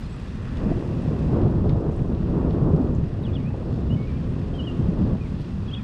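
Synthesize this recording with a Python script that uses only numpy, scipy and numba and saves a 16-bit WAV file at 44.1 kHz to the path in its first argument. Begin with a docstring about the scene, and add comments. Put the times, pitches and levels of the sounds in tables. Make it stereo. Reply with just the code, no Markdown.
"""A street at night between house fronts: distant thunder rolls in waves over light rain, drops and birds.
Rain is filtered noise and patter; near drops are band-limited bursts; three birds are gliding near sines.
Thunder sums dense impulses in three bands with N-shaped claps, sharp cracks and low thuds.
House fronts scatter echoes to two close microphone ports; a slow gain control ducks the rain
under the loudest rolls."""
import sys
import numpy as np
from scipy import signal
from scipy.fft import rfft, irfft, next_fast_len
from scipy.io import wavfile
from scipy.ndimage import uniform_filter1d
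from numba import njit

SR = 44100
rng = np.random.default_rng(int(sys.argv[2]) if len(sys.argv) > 2 else 0)


def gain_from_db(level_db):
    """Convert decibel levels to linear amplitude factors (20 dB per decade)."""
    decades = np.asarray(level_db, float) / 20
    return 10 ** decades


def pcm_store(signal):
    """Save signal as 16-bit PCM."""
    levels = np.round(np.clip(np.atleast_2d(signal), -1, 1) * 32767)
    wavfile.write(sys.argv[1], SR, levels.astype(np.int16).T)


N = 257103
TIME = np.arange(N) / SR
SIZE = next_fast_len(N + SR)  # room for echoes past the end
FREQ = np.maximum(np.fft.rfftfreq(SIZE, 1 / SR), 1)

# how the two ports differ: f/Hz, left minus right level/dB, phase by which left leads/rad,
# share of steady sound from the front (0-1)
PORT_PAIR = [(25, .9, 0, .993), (60, .5, 0, .998), (200, .5, -.06, .997), (400, .9, -.15, .975),
             (700, 1.5, -.35, .91), (1300, 2, -.75, .76), (1950, 2.5, -1.2, .71), (2500, 3, -.2, .71),
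             (4000, 3, -.5, .56), (4800, 2, -.8, .46), (5800, 1, -2.8, .46), (8000, -.5, -2, .31),
             (10000, -1.5, -1.3, .41), (15000, -2, -1, .51)]


def on_freq(table, column=1):
    """Spectral interpolation: a table column drawn straight on a log-frequency axis."""
    rows = np.array(table, float)
    return np.interp(np.log(FREQ), np.log(rows[:, 0]), rows[:, column])


def shape(x, gain):
    """Linear filtering: multiply the spectrum by a gain."""
    return irfft(rfft(x, SIZE) * gain, SIZE)[..., :N]


def unit(x):
    """Normalisation of power: scale to rms 1."""
    return x / np.sqrt(np.mean(x ** 2))


def walk(rate):
    """Slow random modulation: levels held 1 / rate s and slewed twice, with a spread near 1."""
    hold = int(SR / rate)
    steps = np.repeat(rng.standard_normal(N // hold + 1), hold)
    return 1.3 * uniform_filter1d(uniform_filter1d(steps, hold), hold)[:N]


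def clicks(rate, scatter_db):
    """Shot noise: impulses at random moments, rate per second, mostly small with a few large."""
    when, sign, luck = rng.random((3, N))
    size = gain_from_db(-scatter_db * np.log(luck + .01))
    return (when < rate / SR) * np.sign(sign - .5) * size


def walls(x, t60, gap_s):
    """Diffuse reflection: decaying echoes off the house fronts, different at each port, total energy 1."""
    t = np.arange(SR // 2) / SR
    tail = rng.standard_normal((2, len(t))) * 1000. ** (-t / t60) * (t > gap_s)
    tail = tail / np.sqrt((tail ** 2).sum(axis=1, keepdims=True))
    return signal.fftconvolve(x[None], tail, axes=1)[:, :N]


def ports(front, around, share):
    """Spatial coherence: front sound keeps the ports' level and phase offset, sound from around is unrelated."""
    side = np.array([[.5], [-.5]])
    lean = gain_from_db(side * on_freq(PORT_PAIR))
    turn = np.exp(1j * side * on_freq(PORT_PAIR, column=2))
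    share = np.clip(share, 0, 1)
    direct = shape(front, lean * turn * np.sqrt(share))
    return direct + shape(around, lean * np.sqrt(1 - share))


def rain():
    """Superposed drop impacts: a far wash flickering by octave, with fine patter and sparse splashes."""
    # colour of the rain: f/Hz, relative level/dB
    colour = [(60, -63), (170, -20.5), (400, -6), (700, -2), (1100, 2.5), (1550, -1.5), (1900, -0.5),
              (2250, -9), (2480, -4.5), (2700, -4), (3000, -8.5), (3400, -7.5), (4000, -11), (5600, -12.5),
              (7000, -18.5), (9000, -23), (11000, -35), (12500, -37.5), (15000, -54.5), (17000, -73.5)]
    gust = walk(0.83)
    # three signals each: front, left and right
    patter = np.array([unit(clicks(1100, scatter_db=5.0)) for _ in range(3)])
    noise = rng.standard_normal((3, N))
    # a nearer drop lifts the hiss for the few ms of its splash
    splash = signal.lfilter([1], [1, -np.exp(-1 / (.005 * SR))], np.abs(clicks(22, scatter_db=3)))
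    wash = 0
    for hz in 250 * 2. ** np.arange(7):
        octave = np.cos(np.pi / 2 * np.clip(np.log2(FREQ / hz), -1, 1)) ** 2
        spray = noise * (1 + .42 * min(hz / 8000, 1) * splash)
        flicker = gain_from_db(0.4 * gust + 1.0 * walk(11))
        wash = wash + shape(spray + .5 * patter, octave) * flicker
    wash = gain_from_db(-46.5) * unit(shape(wash, gain_from_db(on_freq(colour))))
    return ports(wash[0], wash[1:], on_freq(PORT_PAIR, column=3))


def small_drops():
    """Poisson arrivals: random drops (s, dB, Hz, width Hz, left minus right dB), weaker towards high pitch."""
    rate, low_hz, high_hz = 60, 1800, 11000  # drops a second, range of centres
    base_db, scatter_db, fall_db = -54, 4, 6  # fall per octave above the lowest centre
    when, pitch, luck, side = rng.random((600, 4)).T
    s = np.cumsum(-np.log(1 - when)) / rate
    hz = low_hz * (high_hz / low_hz) ** pitch
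    db = base_db - scatter_db * np.log(luck + .03) - fall_db * np.log2(hz / low_hz)
    rows = zip(s, db, hz, .8 * hz, 8 * side - 2)
    return [row for row in rows if row[0] < N / SR - .06]


def drops():
    """Impact excitation: each drop is a quick splat in its own band, duller on top, then a short splash."""
    # single drops close by: t/s, peak level/dB, centre f/Hz, width/Hz, left minus right level/dB
    near_drops = [(.164, -54, 8500, 2000, 4), (.571, -38, 5500, 5000, 1), (.6913, -42, 3000, 2500, 2),
                  (.7776, -44, 3500, 3000, 2), (1.0214, -42, 7500, 6000, 0), (1.4162, -41, 3500, 3000, 3),
                  (1.4785, -44, 3500, 3000, 2), (1.694, -27, 3200, 3600, 5), (1.808, -46, 6500, 3500, 2),
                  (1.9634, -47, 8500, 2500, 5), (1.9929, -39, 2500, 900, 2), (2.0024, -44, 2800, 1500, 2),
                  (2.1485, -43, 3600, 2000, 2), (2.5077, -35, 4200, 3600, 1), (2.7621, -37, 4300, 4600, -1),
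                  (2.9487, -38, 6900, 1500, 0), (3.2264, -50, 12000, 5000, -1),
                  (3.7394, -42, 4500, 3500, 2), (4.2153, -45, 3000, 1500, 4), (4.2383, -44, 2400, 2000, 3),
                  (4.9024, -47, 5500, 2500, 3), (5.1692, -44, 3500, 2500, 1), (5.4084, -48, 11000, 4000, 0),
                  (5.445, -40, 3600, 3600, 2)]
    out = np.zeros((2, N))
    t = np.arange(SR // 20) / SR
    fall = .2 * np.exp(-t / .002) + .15 * np.exp(-t / .008)
    dull = signal.butter(2, 4000, fs=SR, output="sos")
    for s, db, hz, width, pan_db in near_drops + small_drops():
        band = signal.butter(3, [hz - width / 2, hz + width / 2], "bandpass", fs=SR, output="sos")
        burst = 2 * (t == 0) + rng.standard_normal(len(t)) * fall
        splat = signal.sosfilt(np.vstack([band, dull]), burst)
        levels = gain_from_db(db + np.array([[pan_db / 2], [-pan_db / 2]]))
        k = int(s * SR)
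        out[:, k:k + len(t)] += levels * splat / np.abs(splat).max()
    # they land close and ahead, so the ports differ less in phase
    direct = shape(out, np.exp(1j * np.array([[.4], [-.4]]) * on_freq(PORT_PAIR, column=2)))
    return direct + gain_from_db(-9) * walls(out.mean(axis=0), t60=.2, gap_s=.003)


def whistle(note):
    """Frequency modulation: a near sine along a note's pitch and level; the throat rounds every turn."""
    s, hz, db = np.transpose(note)
    edge = np.clip(np.minimum(TIME - s[0], s[-1] - TIME) / 0.0024, 0, 1)
    hz, db = (uniform_filter1d(np.interp(TIME, s, c), size=220) for c in (hz, db))
    return np.sqrt(2) * edge * gain_from_db(db) * np.sin(2 * np.pi * np.cumsum(hz) / SR)


def plain(s, length, first_hz, last_hz, db):
    """Linear glide: pitch moves straight; the level is held between slightly louder ends."""
    share = np.array([0, .3, .7, 1])  # of the length
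    levels = db + 1.5 * np.array([1, 0, 0, 1])
    return whistle(np.transpose([s + share * length, first_hz + share * (last_hz - first_hz), levels]))


def birds():
    """Comb filtering: a ground echo beads the near singer's higher glides; all three ring off the walls."""
    # the near singer's slurred phrases, one table each: t/s, f/Hz, source level/dB
    slurs = [
        [(3.228, 4140, -54), (3.24, 3730, -44.5), (3.254, 3310, -42), (3.268, 2940, -41.5), (3.285, 2570, -46),
         (3.308, 2270, -51)],
        [(3.326, 2795, -63), (3.334, 3400, -40.5), (3.343, 3660, -43), (3.358, 3290, -37), (3.37, 2870, -39.5),
         (3.383, 2510, -52), (3.395, 2310, -54), (3.415, 2190, -49), (3.428, 2200, -53.5), (3.445, 2310, -48),
         (3.482, 2570, -46), (3.5, 2680, -46.5), (3.517, 2560, -56)],
        [(3.894, 2810, -49), (3.918, 2910, -38.5), (3.93, 3010, -44.5), (3.952, 3040, -44.5)],
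        [(4.538, 3130, -37), (4.562, 3186, -39.5), (4.578, 3150, -39), (4.604, 2884, -35), (4.616, 2920, -41),
         (4.626, 3125, -41), (4.643, 3200, -37), (4.658, 3220, -47), (4.672, 2950, -36.5), (4.69, 2790, -38.5),
         (4.716, 2790, -42)],
        [(5.698, 2540, -47), (5.709, 2645, -43), (5.716, 3230, -41), (5.726, 3150, -39), (5.734, 3230, -33),
         (5.741, 3350, -27.5), (5.745, 3820, -36), (5.753, 2450, -33)],
    ]
    # its plain notes; the first, faint one is the warble's echo ringing on:
    # start t/s, length/s, first f/Hz, last f/Hz, held source level/dB
    near_notes = [(4.71, .12, 3130, 3180, -52), (5.68, .018, 3300, 3340, -45),
                  (5.755, .029, 3270, 3370, -43), (5.776, .033, 2620, 2260, -47)]
    # the high singer's plain notes: start t/s, length/s, first f/Hz, last f/Hz, held source level/dB
    high_notes = [(.03, 0.018, 5100, 5000, -57), (.052, .018, 4200, 4150, -57),
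                  (.088, .013, 7550, 7650, -56), (.102, .018, 7850, 8150, -60),
                  (.122, 0.03, 7930, 7900, -57.5), (.152, .016, 8000, 8300, -61),
                  (.166, .014, 7360, 7050, -65)]
    # the far, low singer, heard with some ring off the walls, each note from its own side:
    # start t/s, length/s, first f/Hz, last f/Hz, held source level/dB, left minus right level/dB
    far_notes = [(3.965, 0.087, 2205, 2235, -51, 8), (4.068, 0.042, 2480, 2270, -51, -11.5),
                 (4.112, 0.062, 2290, 2410, -58, -14), (5.207, 0.025, 2480, 2440, -49.5, -17),
                 (5.239, .035, 2450, 2020, -52, -2)]
    warble = sum(whistle(slur) for slur in slurs) + sum(plain(*note) for note in near_notes)
    high = sum(plain(*note) for note in high_notes)
    # the ground returns only the higher pitches, 2.4 ms late
    ground = .92 / (1 + (2600 / FREQ) ** 12) * np.exp(-2j * np.pi * FREQ * .0024)
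    flutter = gain_from_db(1.5 * walk(70))
    song = (shape(warble, .6 * (1 + ground)) + high) * flutter
    ring = shape(walls(.7 * warble + high, t60=.6, gap_s=.006), 1 / (1 + (FREQ / 5000) ** 4))
    near = ports(song, ring, 0.82)
    side = np.array([[.5], [-.5]])
    low = sum(gain_from_db(side * pan_db) * plain(*note) for *note, pan_db in far_notes)
    return near + ports(low, walls(low.mean(axis=0), t60=.25, gap_s=0.01), 0.74)


def claps():
    """N-wave: each clap is a rounded shock of pressure, a push and then a pull."""
    # claps that stand out of the roll: t/s, peak level/dB, length/ms
    clap_rows = [(.7152, -11, 3.4), (1.111, -19, 3.4), (1.453, -13, 4), (1.647, -11, 3.6),
                 (1.7575, -16, 2.2), (2.047, -18, 2.6), (2.689, -11, 3.4), (3.541, -21, 2.6),
                 (3.778, -20, 2.6), (3.873, -17, 3.6), (4.271, -23, 2.6), (4.543, -23, 2.4),
                 (4.905, -19, 3.6), (5.014, -17, 4)]
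    out = np.zeros(N)
    for s, db, length_ms in clap_rows:
        u = (TIME - s) / (length_ms / 4000) - 2  # -2 to 2 over the length
        out += gain_from_db(db) * -u * np.exp(.5 - u ** 2 / 2)
    return out


def cracks():
    """Impulse response: each crack is one steep front and a short rough tail, dulled by the distance."""
    # sharp cracks on top of the roll: t/s, peak level/dB
    crack_rows = [(0.648, -37.5), (0.718, -23), (1.031, -31), (1.172, -38.5), (1.294, -23.5), (1.328, -26),
                  (1.438, -29.5), (1.461, -23.5), (1.522, -26.5), (1.651, -19), (1.757, -25.5),
                  (2.047, -27.5), (2.407, -25), (2.652, -26.5), (2.689, -21), (2.711, -26.5), (2.785, -26),
                  (3.502, -28), (3.542, -26), (3.78, -31.5), (3.878, -30.5), (4.545, -31), (5.06, -34),
                  (5.147, -24)]
    out = np.zeros(N)
    t = np.arange(SR // 20) / SR
    band = signal.butter(4, [380, 850], "bandpass", fs=SR, output="sos")
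    for s, db in crack_rows:
        tail = .12 * rng.standard_normal(len(t)) * np.exp(-t / .008)
        crack = signal.sosfilt(band, (t == 0) + tail)
        k = int(s * SR)
        out[k:k + len(t)] += gain_from_db(db) * crack / np.abs(crack).max()
    return out


def thuds():
    """Damped oscillation: each thud is a few cycles of one low pitch that rise fast and die away."""
    # low thuds inside the roll: t/s, peak level/dB, f/Hz
    thud_rows = [(0.659, -13.5, 196), (1.074, -12, 153), (1.331, -12.5, 137), (1.383, -14.5, 95),
                 (1.42, -13, 330), (1.429, -15.5, 105), (1.457, -18.5, 380), (1.46, -15, 150),
                 (1.492, -14, 115), (1.533, -15.5, 120), (1.551, -13.5, 145), (1.565, -15.5, 105),
                 (1.617, -14, 85), (1.646, -10, 150), (1.671, -16.5, 190), (1.721, -10.5, 150),
                 (1.758, -14, 110), (1.873, -10, 153), (2.007, -15, 127), (2.201, -12, 183),
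                 (2.359, -13.5, 170), (2.404, -18.5, 180), (2.513, -17.5, 170), (2.567, -16, 145),
                 (2.612, -12.5, 130), (2.626, -12.5, 170), (2.675, -11.5, 210), (2.69, -13, 200),
                 (2.7, -12, 85), (2.733, -4, 155), (2.74, -12.5, 390), (2.77, -10.5, 220),
                 (2.793, -9.5, 250), (2.806, -9.5, 260), (2.82, -13.5, 65), (2.845, -14.5, 170),
                 (2.98, -16.5, 170), (3.022, -9, 150), (3.718, -14.5, 116), (3.888, -19, 160),
                 (3.914, -11.5, 110), (4.78, -17, 140), (4.793, -17, 250), (4.808, -15.5, 105),
                 (4.838, -21.5, 85), (4.885, -10.5, 180), (4.985, -22, 95), (5.01, -12.5, 190),
                 (5.037, -16.5, 240), (5.06, -19, 130), (5.072, -14.5, 260), (5.107, -14, 200),
                 (5.128, -12, 190), (5.332, -23, 215)]
    rise_cycles = 1.22
    out = np.zeros(N)
    for (s, db, hz), turn in zip(thud_rows, rng.random(len(thud_rows))):
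        u = np.maximum(TIME - s, 0) * hz / rise_cycles
        out += gain_from_db(db) * u * np.exp(1 - u) * np.sin(2 * np.pi * (hz * TIME + turn))
    return out


def thunder():
    """Superposed shock fronts: a long crooked channel sends them densely; three bands swell apart."""
    # thunder arriving: t/s, body level/dB, crackle level relative to the body/dB
    rolls = [(0, -31.5, -12), (0.451, -31.5, -11), (.7, -23, -4.5), (.84, -27, -6), (1.03, -24, -9),
             (1.09, -22, -5.5), (1.3, -20, -9), (1.36, -21, 0), (1.45, -19, -2), (1.55, -17.5, -4.5),
             (1.78, -20, -2.5), (1.93, -21.5, -5), (2.08, -17.5, -9.5), (2.24, -19, -8.5),
             (2.33, -19, -4.5), (2.451, -17, -5), (2.6, -17.5, -5.5), (2.68, -18.5, -1), (2.76, -19, 0),
             (2.84, -18, -3), (2.87, -17, -8.5), (2.949, -18.5, -9.5), (3.01, -14, -12.5),
             (3.08, -21, -8.5), (3.3, -18.5, -11), (3.5, -19.5, -12.5), (3.66, -24.5, -4.5),
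             (3.9, -15, -13.5), (4.05, -23.5, -9.5), (4.14, -22.5, -9), (4.3, -20.5, -12),
             (4.45, -23.5, -9.5), (4.66, -23.5, -7.5), (4.76, -23.5, -10), (4.82, -20, -9), (4.93, -22, -7),
             (5.02, -19.5, -7), (5.13, -19, -6.5), (5.17, -23.5, -9.5), (5.24, -23.5, -11.5),
             (5.83, -27, -14.5)]
    # slower swell of the deep rumble: t/s, level/dB
    deep_swell = [(0, -37.5), (.16, -38.5), (.45, -37.5), (.68, -26.5), (.94, -40), (1.6, -21.5),
                  (2.1, -26), (2.45, -26), (3.04, -23), (3.2, -31.5), (4.0, -31.5), (4.35, -29.5),
                  (4.64, -33), (4.96, -26.5), (5.83, -36.5)]
    # colour of the deep rumble: f/Hz, relative level/dB
    deep_colour = [(8, -60), (16, -17), (22, -6), (38, 0), (55, -3), (75, -14), (110, -40), (300, -130)]
    # colour of the body: f/Hz, relative level/dB
    body_colour = [(15, -99), (42, -35), (62, 1.5), (100, 0.5), (135, 0.5), (160, 0.5), (190, -3),
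                   (260, -6.5), (380, -42.5), (1000, -130)]
    # colour of the crackle: f/Hz, relative level/dB
    crackle_colour = [(60, -100), (170, -9), (260, -1.5), (350, -1), (580, -11), (800, -19), (1100, -21),
                      (1600, -33.5), (2300, -53), (6000, -130)]
    s, body_db, crackle_db = np.transpose(rolls)
    parts = (  # colour, swell in dB, lumpiness in dB
        (deep_colour, np.interp(TIME, *np.transpose(deep_swell)), .1),
        (body_colour, np.interp(TIME, s, body_db), .4),
        (crackle_colour, np.interp(TIME, s, body_db + crackle_db), 1.2))
    roll = claps() + cracks() + thuds()
    for colour, db, lumpy_db in parts:
        part = unit(shape(clicks(1800, scatter_db=1.5), gain_from_db(on_freq(colour))))
        roll = roll + part * gain_from_db(db + lumpy_db * walk(22.026))
    return ports(roll, walls(roll, t60=0.065, gap_s=0.0083), on_freq(PORT_PAIR, column=3))


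def scene():
    """Superposition: rain, drops, birds and thunder add at the two ports."""
    return rain() + drops() + birds() + thunder()


@njit
def follow(power, start, attack, release):
    """Leaky integration: a loudness memory that climbs fast and sinks slowly."""
    out, e = np.empty(len(power)), start
    for i in range(len(power)):
        e += (power[i] - e) * (attack if power[i] > e else release)
        out[i] = e
    return out


def low_pass(x):
    """Removes everything above the highest recorded frequency."""
    return signal.sosfilt(signal.butter(12, 15650, fs=SR, output="sos"), x)


def record(dry):
    """Dynamic range compression: slow gain control turns everything down while the thunder is loud."""
    knee_db, squeeze = -23, .6  # squeeze: dB of cut per dB well above the soft knee
    start_db = -22  # loudness remembered at first
    attack_s, release_s = .14, .8
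    power = uniform_filter1d((dry ** 2).mean(axis=0), SR // 20)
    loudness = follow(power, gain_from_db(start_db) ** 2, 1 / (attack_s * SR), 1 / (release_s * SR))
    loud_db = 10 * np.log10(loudness)
    gain_db = -squeeze * 2 * np.logaddexp(0, (loud_db - knee_db) / 2)
    return low_pass(dry * gain_from_db(gain_db))


dry = scene()
out = record(dry)
pcm_store(out)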